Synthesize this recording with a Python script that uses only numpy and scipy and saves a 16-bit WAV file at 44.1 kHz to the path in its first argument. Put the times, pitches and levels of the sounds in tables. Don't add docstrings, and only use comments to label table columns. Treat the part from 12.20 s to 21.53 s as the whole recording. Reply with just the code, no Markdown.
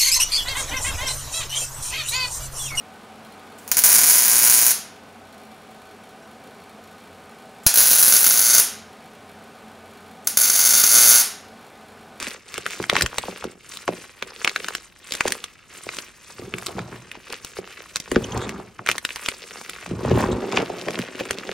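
import sys
import numpy as np
from scipy import signal
from scipy.fft import rfft, irfft, next_fast_len
from scipy.io import wavfile

SR = 44100
rng = np.random.default_rng(int(sys.argv[2]) if len(sys.argv) > 2 else 0)


def generate_wav(sig):
    pcm = np.round(np.clip(np.atleast_2d(sig).T, -1, 1) * 32767).astype(np.int16)
    wavfile.write(sys.argv[1], SR, pcm)


N = 411453
TIME = np.arange(N) / SR
CONTROL_S = TIME[::44]
BURST_S = (np.arange(4096) - 2048) / SR
EDGE_HZ = 16300
LAG_CYCLES = 1.47


def gain_of(db):
    return 10 ** (np.asarray(db) / 20)


def evened(x):
    return x / np.sqrt(np.mean(x ** 2) + 1e-20)


def read(points, hz):
    f, value = np.transpose(points)
    return np.interp(np.log(hz + 1), np.log(f), value)


def colour(x, points):
    size = next_fast_len(x.shape[-1], real=True)
    gains = gain_of(read(points, np.fft.rfftfreq(size, 1 / SR)))
    return irfft(rfft(x, size) * gains, size)[..., :x.shape[-1]]


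def add(mix, s, db, sound):
    start = round(s * SR) - len(sound) // 2
    sound = sound * gain_of(db) * np.sqrt(SR / 1000 / np.sum(sound ** 2))
    part = mix[max(start, 0):max(start + len(sound), 0)]
    part += sound[max(-start, 0):][:len(part)]


def knock(hz, octaves, lag, size=4096):
    away = np.log2((np.fft.rfftfreq(size, 1 / SR) + 1) / hz)
    hump = np.exp(1 - np.sqrt(1 + (away / octaves) ** 2)) ** 2
    turns = rng.random() - lag * np.log(2) * away
    return np.fft.fftshift(irfft(hump * np.exp(2j * np.pi * turns)))


def drift(per_s):
    knots = np.arange(0, TIME[-1] + 1, 1 / per_s)
    return evened(np.interp(TIME, knots, rng.standard_normal(SR)[:len(knots)]))


def grains(per_s, spread_db, clump_db):
    size_db = spread_db * np.minimum(rng.exponential(1, N), 4.5) + clump_db * drift(130)
    polarity = rng.choice([-1, 1], N)
    struck = rng.random(N) < per_s / SR
    return evened(gain_of(size_db) * polarity * struck)


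def crackle(pitches, per_s, spread_db, clump_db, octaves, lag):
    mix = np.zeros(N)
    for hz in pitches:
        clicks = grains(per_s / len(pitches), spread_db, clump_db)
        mix += signal.oaconvolve(clicks, knock(hz, octaves, lag), "same")
    return evened(mix)


# (time [s], level [dB], pitch of the piece [Hz], level of the splinter spray [dB])
SNAPS = [(0.0823, -34, 2220, -25), (0.3799, -19, 1900, -21.5), (0.464, -14.5, 1670, -23),
         (0.6405, -18, 1410, -33), (0.698, -7, 2770, -17.5), (0.7547, -9.5, 1200, -27),
         (0.7662, -8.5, 1680, -19), (0.81, -12.5, 1740, -13.5), (0.822, -14.5, 2260, -8),
         (0.8622, -15, 2020, -17.5), (0.9837, -10.5, 2330, -12), (1.2419, -25, 1240, -26),
         (1.572, -27, 3280, -27), (1.679, -15, 1260, -26.5), (2.025, -16, 2240, -27.5),
         (2.247, -8.5, 2590, -16), (2.276, -8, 2080, -23), (2.295, -20, 3420, -28),
         (2.3613, -12, 2080, -23), (2.445, -22.5, 2280, -29), (2.485, -14.5, 1410, -19),
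         (2.551, -17, 1900, -17), (2.922, -16, 4120, -18.5), (2.9379, -41, 3500, -18.5),
         (2.9515, -23, 3400, -18.5), (3.008, -7, 1680, -17), (3.076, -21, 1490, -22),
         (3.08, -17.5, 1420, -13), (3.105, -42, 2470, -24), (3.122, -18, 2120, -11),
         (3.241, -22, 3380, -22), (3.6908, -21, 2130, -47), (3.787, -21.5, 2520, -23.5),
         (4.3393, -19, 2220, -41), (4.384, -25.5, 2020, -26.5), (4.463, -24.5, 7100, -27),
         (4.4672, -20.5, 3530, -20), (4.592, -23, 1430, -55), (4.9156, -25, 2150, -32.5),
         (5.126, -27, 2400, -22), (5.2478, -48, 3100, -21.5), (5.7593, -13, 5700, -21),
         (5.7677, -39, 3000, -17), (5.8008, -53, 3560, -20), (5.9163, -18, 1240, -18.5),
         (5.96, -10.5, 1320, -35), (6.176, -30, 1160, -24.5), (6.293, -22.5, 1900, -25.5),
         (6.6634, -17.5, 1760, -23), (6.673, -16.5, 2490, -31), (6.689, -6.5, 1810, -14),
         (6.6985, -13.5, 2260, -28), (6.7149, -14.5, 2360, -16), (6.7817, -15, 2060, -19),
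         (6.8507, -11.5, 2120, -16.5), (6.891, -25, 2500, -39), (6.906, -21.5, 2280, -45),
         (6.96, -24, 2790, -23), (7.0612, -19.5, 2540, -21.5), (7.0866, -12.5, 2430, -15),
         (7.4961, -23, 2670, -23.5), (8.362, -26, 4700, -42), (8.3734, -11, 2620, -40),
         (8.6845, -16, 1320, -31), (8.756, -24, 2570, -47.5), (8.79, -21, 1650, -23.5),
         (9.1091, -13, 2380, -15), (9.2917, -25, 1500, -49)]
# (frequency [Hz], level per hertz [dB])
CRUMBS = [(200, -53), (480, -4), (800, -5), (1130, 5), (1600, 5.5), (2750, 6.5), (3400, -1), (5000, -4),
          (7000, -7.5), (12000, -57)]
# (frequency [Hz], level per hertz [dB])
DUST = [(1500, -8.5), (3500, -5.5), (5800, -3.5), (8500, -4.5), (11300, -10), (12700, -19), (15200, -14),
        (17000, -36)]
BUMP_DB, BUMP_HZ = -19, 470


def snaps():
    out, t = np.zeros(N), BURST_S
    for s, db, hz, spray_db in SNAPS:
        add(out, s, db - 0.5, knock(hz, octaves=0.58, lag=1.3))
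        add(out, s, db - 8, ring(hz, t60=0.011))
        splinters = np.exp(-abs(t) / 0.00029) + 0.66 * np.exp(-abs(t - .002) / 0.00034)
        add(out, s, spray_db, cupped(colour(splinters * rng.standard_normal(len(t)), DUST)))
        debris = np.exp(-abs(t) / 0.00063) * rng.standard_normal(len(t))
        add(out, s, db - 4.5, cupped(colour(debris, CRUMBS)))
        add(out, s, db + BUMP_DB, knock(BUMP_HZ, octaves=0.79, lag=LAG_CYCLES))
    return out


def ring(hz, t60, count=4):
    t = np.maximum(BURST_S, 0)[:, None]
    modes = np.minimum(hz * 2 ** rng.uniform(-0.617, 0.86, count), EDGE_HZ)
    return (np.sin(2 * np.pi * modes * t) * gain_of(-60 * t / t60)).sum(1)


PALM_ECHO, PALM_DELAY_S = 0.47, (.0004, .001)


def cupped(x):
    return x + PALM_ECHO * np.roll(x, round(SR * rng.uniform(*PALM_DELAY_S)))


IDLE_CRUMBS_DB, IDLE_DUST_DB = -53.5, -65.5
PEBBLE_MAX_DB = -39


def grinding(crumb_level, dust_level):
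    pressure = gain_of(1.6 * drift(110))
    crumbs = crackle(np.geomspace(600, 6000, num=9), per_s=2000, spread_db=3.3, clump_db=3.0,
                     octaves=0.8, lag=1.22)
    dust = crackle(np.geomspace(3500, 15000, num=6), per_s=4500, spread_db=1.5, clump_db=4.5,
                   octaves=0.36, lag=0.32)
    firmness = np.clip((crumb_level - gain_of(IDLE_CRUMBS_DB)) / gain_of(PEBBLE_MAX_DB), 0, 1)
    chips = firmness * cupped(grains(per_s=260, spread_db=5.5, clump_db=-3.0))
    crumbs = evened(pressure * colour(crumbs + 0.59 * chips, CRUMBS))
    dust = evened(pressure * colour(dust + 0.83 * chips, DUST))
    coarse = gain_of(PEBBLE_MAX_DB) * firmness * pebbles()
    return gain_of(-2.8) * crumb_level * crumbs + coarse + gain_of(5) * dust_level * dust


def pebbles(count=400):
    out = np.zeros(N)
    for k, (when, size, pitch, weight) in enumerate(rng.random((count, 4))):
        s = (k + 2 * when) / count * TIME[-1]
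        db = 5 + 14 * size ** 2
        add(out, s, db, knock(900 * 4.0 ** pitch, octaves=0.85, lag=1.55))
        add(out, s, db - 1.5 - 14 * weight, knock(470, octaves=0.34, lag=LAG_CYCLES))
    return out


def swell(when, build, release, roundness):
    away = np.maximum(when - CONTROL_S, (CONTROL_S - when) / release) / build
    return np.exp(-np.minimum(away, 10) ** roundness)


# (time of the firmest grip [s], build-up time [s], coarse crumb level [dB], fine dust level [dB])
SQUEEZES = [(0.059, 0.092, -32, -42), (0.356, 0.075, -38.5, -50), (0.524, 0.076, -35, -44.5),
            (0.63, 0.078, -40, -47), (0.78, 0.049, -25, -40), (0.985, 0.18, -41, -49.5),
            (1.16, 0.13, -40, -52), (1.55, 0.1, -43.5, -48.5), (1.79, 0.14, -44, -51.5),
            (2.12, 0.16, -45.5, -56), (2.27, 0.098, -40, -49), (2.461, 0.17, -40.5, -48),
            (2.96, 0.12, -40.5, -47.5), (3.095, 0.17, -40.5, -48.5), (3.561, 0.057, -42, -48.5),
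            (3.75, 0.13, -40.5, -46), (4.14, 0.19, -47.5, -53.5), (4.45, 0.099, -43.5, -48),
            (4.79, 0.15, -48, -58), (4.941, 0.041, -44, -72), (5.12, 0.09, -40, -53.5),
            (5.275, 0.076, -44.5, -52.5), (5.374, 0.019, -38.5, -44), (5.53, 0.095, -41.5, -57),
            (5.699, 0.23, -46.5, -56.5), (5.99, 0.18, -42.5, -51.5), (6.702, 0.024, -27, -39.5),
            (6.758, 0.023, -38.5, -51), (6.91, 0.083, -45, -48), (7.058, 0.12, -40.5, -46.5),
            (7.39, 0.29, -42, -50), (7.658, 0.08, -40, -58.5), (8.365, 0.049, -26, -54),
            (8.7, 0.2, -41.5, -53.5), (9.001, 0.0074, -20, -42), (9.19, 0.97, -39.5, -55)]
GRIP_RELEASE, GRIP_ROUNDNESS = 0.97, 1.76
CRUMBLE_S, CRUMBLE_DB, CRUMBLE_RELEASE = 0.0053, -25.5, 0.49


def grip_powers():
    crumbs, dust = np.zeros((2, len(CONTROL_S)))
    for s, build, crumbs_db, dust_db in SQUEEZES:
        grip = swell(s, build, GRIP_RELEASE, GRIP_ROUNDNESS)
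        crumbs += (gain_of(crumbs_db) * grip) ** 2
        dust += (gain_of(dust_db) * grip) ** 2
    for s, db, _, _ in SNAPS:
        crumble = swell(s, CRUMBLE_S, CRUMBLE_RELEASE, GRIP_ROUNDNESS)
        crumbs += (gain_of(db + CRUMBLE_DB) * crumble) ** 2
    return crumbs, dust


# (time [s], level [dB], pitch [Hz])
THUDS = [(0.381, -19.5, 483), (0.599, -12.5, 388), (0.7278, -7, 519), (0.823, -11.5, 57.4),
         (0.928, -20, 1090), (0.9833, -16, 680), (1.0357, -16, 800), (1.082, -13, 676),
         (1.223, -20.5, 1190), (1.2394, -14.5, 644), (1.2503, -16, 384), (1.6798, -10.5, 797),
         (1.688, -5, 516), (2.024, -19.5, 534), (3.0536, -5.5, 580), (3.666, -20, 540), (4.193, -23.5, 433),
         (4.2201, -26, 397), (4.3379, -21.5, 380), (4.492, -22, 610), (4.582, -14, 774), (4.725, -25, 1440),
         (4.951, -25, 920), (5.387, -15, 447), (5.9175, -8.5, 380), (5.9626, 0, 335), (6.398, -20, 780),
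         (6.591, -16.5, 1140), (6.6896, -15, 507), (7.71, -11, 323), (7.849, -7, 500), (7.913, -1, 430),
         (7.923, -7, 108), (7.974, -5.5, 577), (8.038, -7.5, 900), (8.087, -10, 414), (8.228, -13.5, 470),
         (8.329, -17, 960), (8.373, -5.5, 1010), (8.404, -11.5, 720), (8.499, -11.5, 600),
         (8.6846, -10.5, 535), (8.791, -14.5, 312), (9.0085, -14.5, 474), (9.1067, -10.5, 486),
         (9.291, -14, 543)]
# (frequency [Hz], level per hertz [dB])
BED = [(25, -5), (65, 1), (130, -6.5), (290, -1), (450, 1), (700, -22.5), (1200, -16), (1600, -29),
       (3000, -50)]
FIRM_HZ = 504
SINK_S = 0.00294


def thuds():
    out, t = np.zeros(N), (np.arange(8192) - 4096) / SR
    for s, db, hz in THUDS:
        weight = np.clip(2 * np.log2(FIRM_HZ / hz), 0, 1)
        lag = max(LAG_CYCLES, SINK_S * hz)
        add(out, s, db - 6, knock(hz, octaves=0.62 + 0.094 * weight, lag=lag, size=len(t)))
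        crunch = np.exp(-abs(t) / 0.005) * rng.standard_normal(len(t))
        add(out, s, db - 21.0, colour(crunch, CRUMBS))
        sparse = rng.standard_normal(len(t)) ** 5
        settling = (t > 0) * np.exp(-abs(t) / .016) * sparse
        add(out, s, db - 21.0 + 9 * weight, colour(settling, BED))
    return out


# (time of the deepest push [s], build-up time [s], bed level [dB], finger scraping level [dB])
DIGS = [(4.245, 0.049, -47.5, -49.5), (4.36, 0.053, -46.5, -44.5), (4.495, 0.027, -43.5, -39),
        (4.589, 0.037, -38.5, -36.5), (4.7, 0.098, -50, -45.5), (6.02, 0.079, -40, -47),
        (6.158, 0.055, -36.5, -33), (6.24, 0.13, -40.5, -36), (7.735, 0.045, -39, -52),
        (7.879, 0.077, -34, -32.5), (7.935, 0.057, -27.5, -53), (8.007, 0.052, -31.5, -25),
        (8.125, 0.045, -31.5, -38.5), (8.3, 0.22, -50, -37)]
DIG_RELEASE, DIG_ROUNDNESS = 1.15, 1.5
SCRAPE_LAG_S = 0.0028


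def dig_powers():
    bed, scrape = np.zeros((2, len(CONTROL_S)))
    for s, build, bed_db, scrape_db in DIGS:
        push = swell(s, build, DIG_RELEASE, DIG_ROUNDNESS)
        drag = swell(s + SCRAPE_LAG_S, build, DIG_RELEASE, DIG_ROUNDNESS)
        bed += (gain_of(bed_db) * push) ** 2
        scrape += (gain_of(scrape_db) * drag) ** 2
    return bed, scrape


# (time of the thickest fall [s], build-up time [s], level [dB])
POURS = [(8.13, 0.17, -35.5), (8.37, 0.072, -33.5), (8.62, 0.15, -39.5), (9.1, 0.74, -45.5)]
SPILL_LAG_S, SPILL_DB = 0.013, -17.5
SETTLE_S, SETTLE_DB = 0.053, -32


def spill_power(crumbs):
    spill = gain_of(SPILL_DB) ** 2 * np.interp(CONTROL_S - SPILL_LAG_S, CONTROL_S, crumbs)
    for s, build, db in POURS:
        spill += (gain_of(db) * swell(s, build, DIG_RELEASE, DIG_ROUNDNESS)) ** 2
    for s, db, _ in THUDS:
        decay = np.exp(-abs(CONTROL_S - s) / SETTLE_S)
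        spill += (CONTROL_S > s) * (gain_of(db + SETTLE_DB) * decay) ** 2
    return spill


def efforts():
    crumbs, dust = grip_powers()
    bed, scrape = dig_powers()
    spill = spill_power(crumbs)
    crumbs = crumbs + gain_of(IDLE_CRUMBS_DB) ** 2
    dust = dust + gain_of(IDLE_DUST_DB) ** 2
    return [np.interp(TIME, CONTROL_S, np.sqrt(power)) for power in (crumbs, dust, bed, scrape, spill)]


SPILL_HZ, SPILL_OCTAVES = 406, 1.37


def stirring(level, spill_level):
    slips = crackle(np.geomspace(70, 1800, num=9), per_s=800, spread_db=3.8, clump_db=0.0,
                    octaves=0.7, lag=LAG_CYCLES)
    scrunch = gain_of(1.5 * drift(70))
    deep = evened(scrunch * colour(slips, BED))
    band = SPILL_HZ * 2 ** (SPILL_OCTAVES * np.array([-.5, .5]))
    patter = grains(per_s=400, spread_db=3.0, clump_db=3.0)
    surface = evened(signal.lfilter(*signal.butter(2, band, "band", fs=SR), patter))
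    return gain_of(3.0) * (level * deep + spill_level * surface)


# (frequency [Hz], bandwidth [Hz], level over the direct sound [dB])
TUB = [(125, 16, 16), (180, 22, 13), (225, 11, 5), (361, 36, 2)]


def tub(x):
    t = TIME[:SR // 2]
    modes = np.zeros(len(t))
    for hz, width, db in TUB:
        decay = np.exp(-np.pi * width * t)
        modes += gain_of(db) * 2 * np.pi * width / SR * decay * np.cos(2 * np.pi * hz * t)
    return x + signal.oaconvolve(x, modes)[:N]


# (frequency [Hz], level per hertz [dB])
SCRAPE = [(400, 14), (1100, 14), (2800, 0.5), (7500, -6.5), (15000, -20)]


def scraping(level):
    slips = crackle(np.geomspace(600, 12000, num=9), per_s=2200, spread_db=2.8, clump_db=2.0,
                    octaves=0.5, lag=2.5)
    return level * evened(colour(slips, SCRAPE))


# (time [s], half length [s], level [dB], stick-slip rate [Hz])
SQUEAKS = [(6.044, 0.0028, -21, 3300), (6.123, 0.0028, -24, 3450), (6.231, 0.024, -24, 3780),
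           (8.123, .009, -25, 3790)]
SQUEAK_JITTER, SQUEAK_OVERTONE = 0.092, 0.76


def squeaks():
    out = np.zeros(N)
    for s, length, db, hz in SQUEAKS:
        rate = hz * (1 + SQUEAK_JITTER * drift(1500)[:len(BURST_S)])
        phase = 2 * np.pi * np.cumsum(rate) / SR
        tone = np.sin(phase) + SQUEAK_OVERTONE * np.sin(2 * phase)
        add(out, s, db, np.exp(-(BURST_S / length) ** 2) * tone)
    return out


DRAUGHT_HZ, DRAUGHT_DB = (50, 142), -16


def draught(level):
    band = signal.butter(2, DRAUGHT_HZ, "band", fs=SR)
    flutter = evened(signal.lfilter(*band, rng.standard_normal((2, N))))
    return gain_of(DRAUGHT_DB) * level * flutter


def reflections(x, t60, db, apart_hz):
    t = TIME[:SR // 2]
    mid, side = rng.standard_normal((2, len(t))) * gain_of(-60 * t / t60) * (t > .0008)
    side = signal.lfilter(*signal.butter(1, min(apart_hz, SR / 3), "high", fs=SR), side)
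    tail = np.array([mid + side, mid - side]) / np.linalg.norm(mid)
    return gain_of(db) * signal.oaconvolve(x[None], tail, axes=1)[:, :N]


# (frequency [Hz], level per hertz [dB])
ROOM = [(22, -22), (55, -5), (120, -9.5), (400, -17), (1500, -25), (16000, -82.5)]
RUMBLE_DB = -58


def rumble():
    shared = rng.standard_normal(N)
    separate = 0.97 * rng.standard_normal((2, N))
    return gain_of(RUMBLE_DB) * evened(colour(shared + separate, ROOM))


def scene():
    crumbs, dust, bed, scrape, spill = efforts()
    chalk = snaps() + grinding(crumbs, dust) + scraping(scrape) + squeaks()
    chalk = chalk + tub(thuds() + stirring(bed, spill))
    side = 0.039 * drift(500) * np.gradient(chalk)
    turn = 2 * np.pi * TIME
    room = np.zeros((2, N))
    for share in (np.cos(turn), np.sin(turn)):
        room += reflections(chalk * share, t60=0.064, db=-12.0, apart_hz=342)
    return np.array([chalk + side, chalk - side]) + room + draught(bed) + rumble()


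# (frequency [Hz], lead [rad])
CHANNEL_LEAD = [(400, 0), (520, .7), (700, .7), (950, 0), (4700, -.1), (5400, .9), (7000, 1.3), (15000, 1.5)]


def record(dry):
    lead = read(CHANNEL_LEAD, np.fft.rfftfreq(N, 1 / SR))
    pair = irfft(rfft(dry) * np.exp(.5j * np.array([lead, -lead])), N)
    pair = np.clip(pair, -1, 1)
    lowpass = signal.firwin(255, EDGE_HZ, window=("kaiser", 8), fs=SR)
    return signal.oaconvolve(pair, lowpass[None], "same")


dry = scene()
out = record(dry)
generate_wav(out)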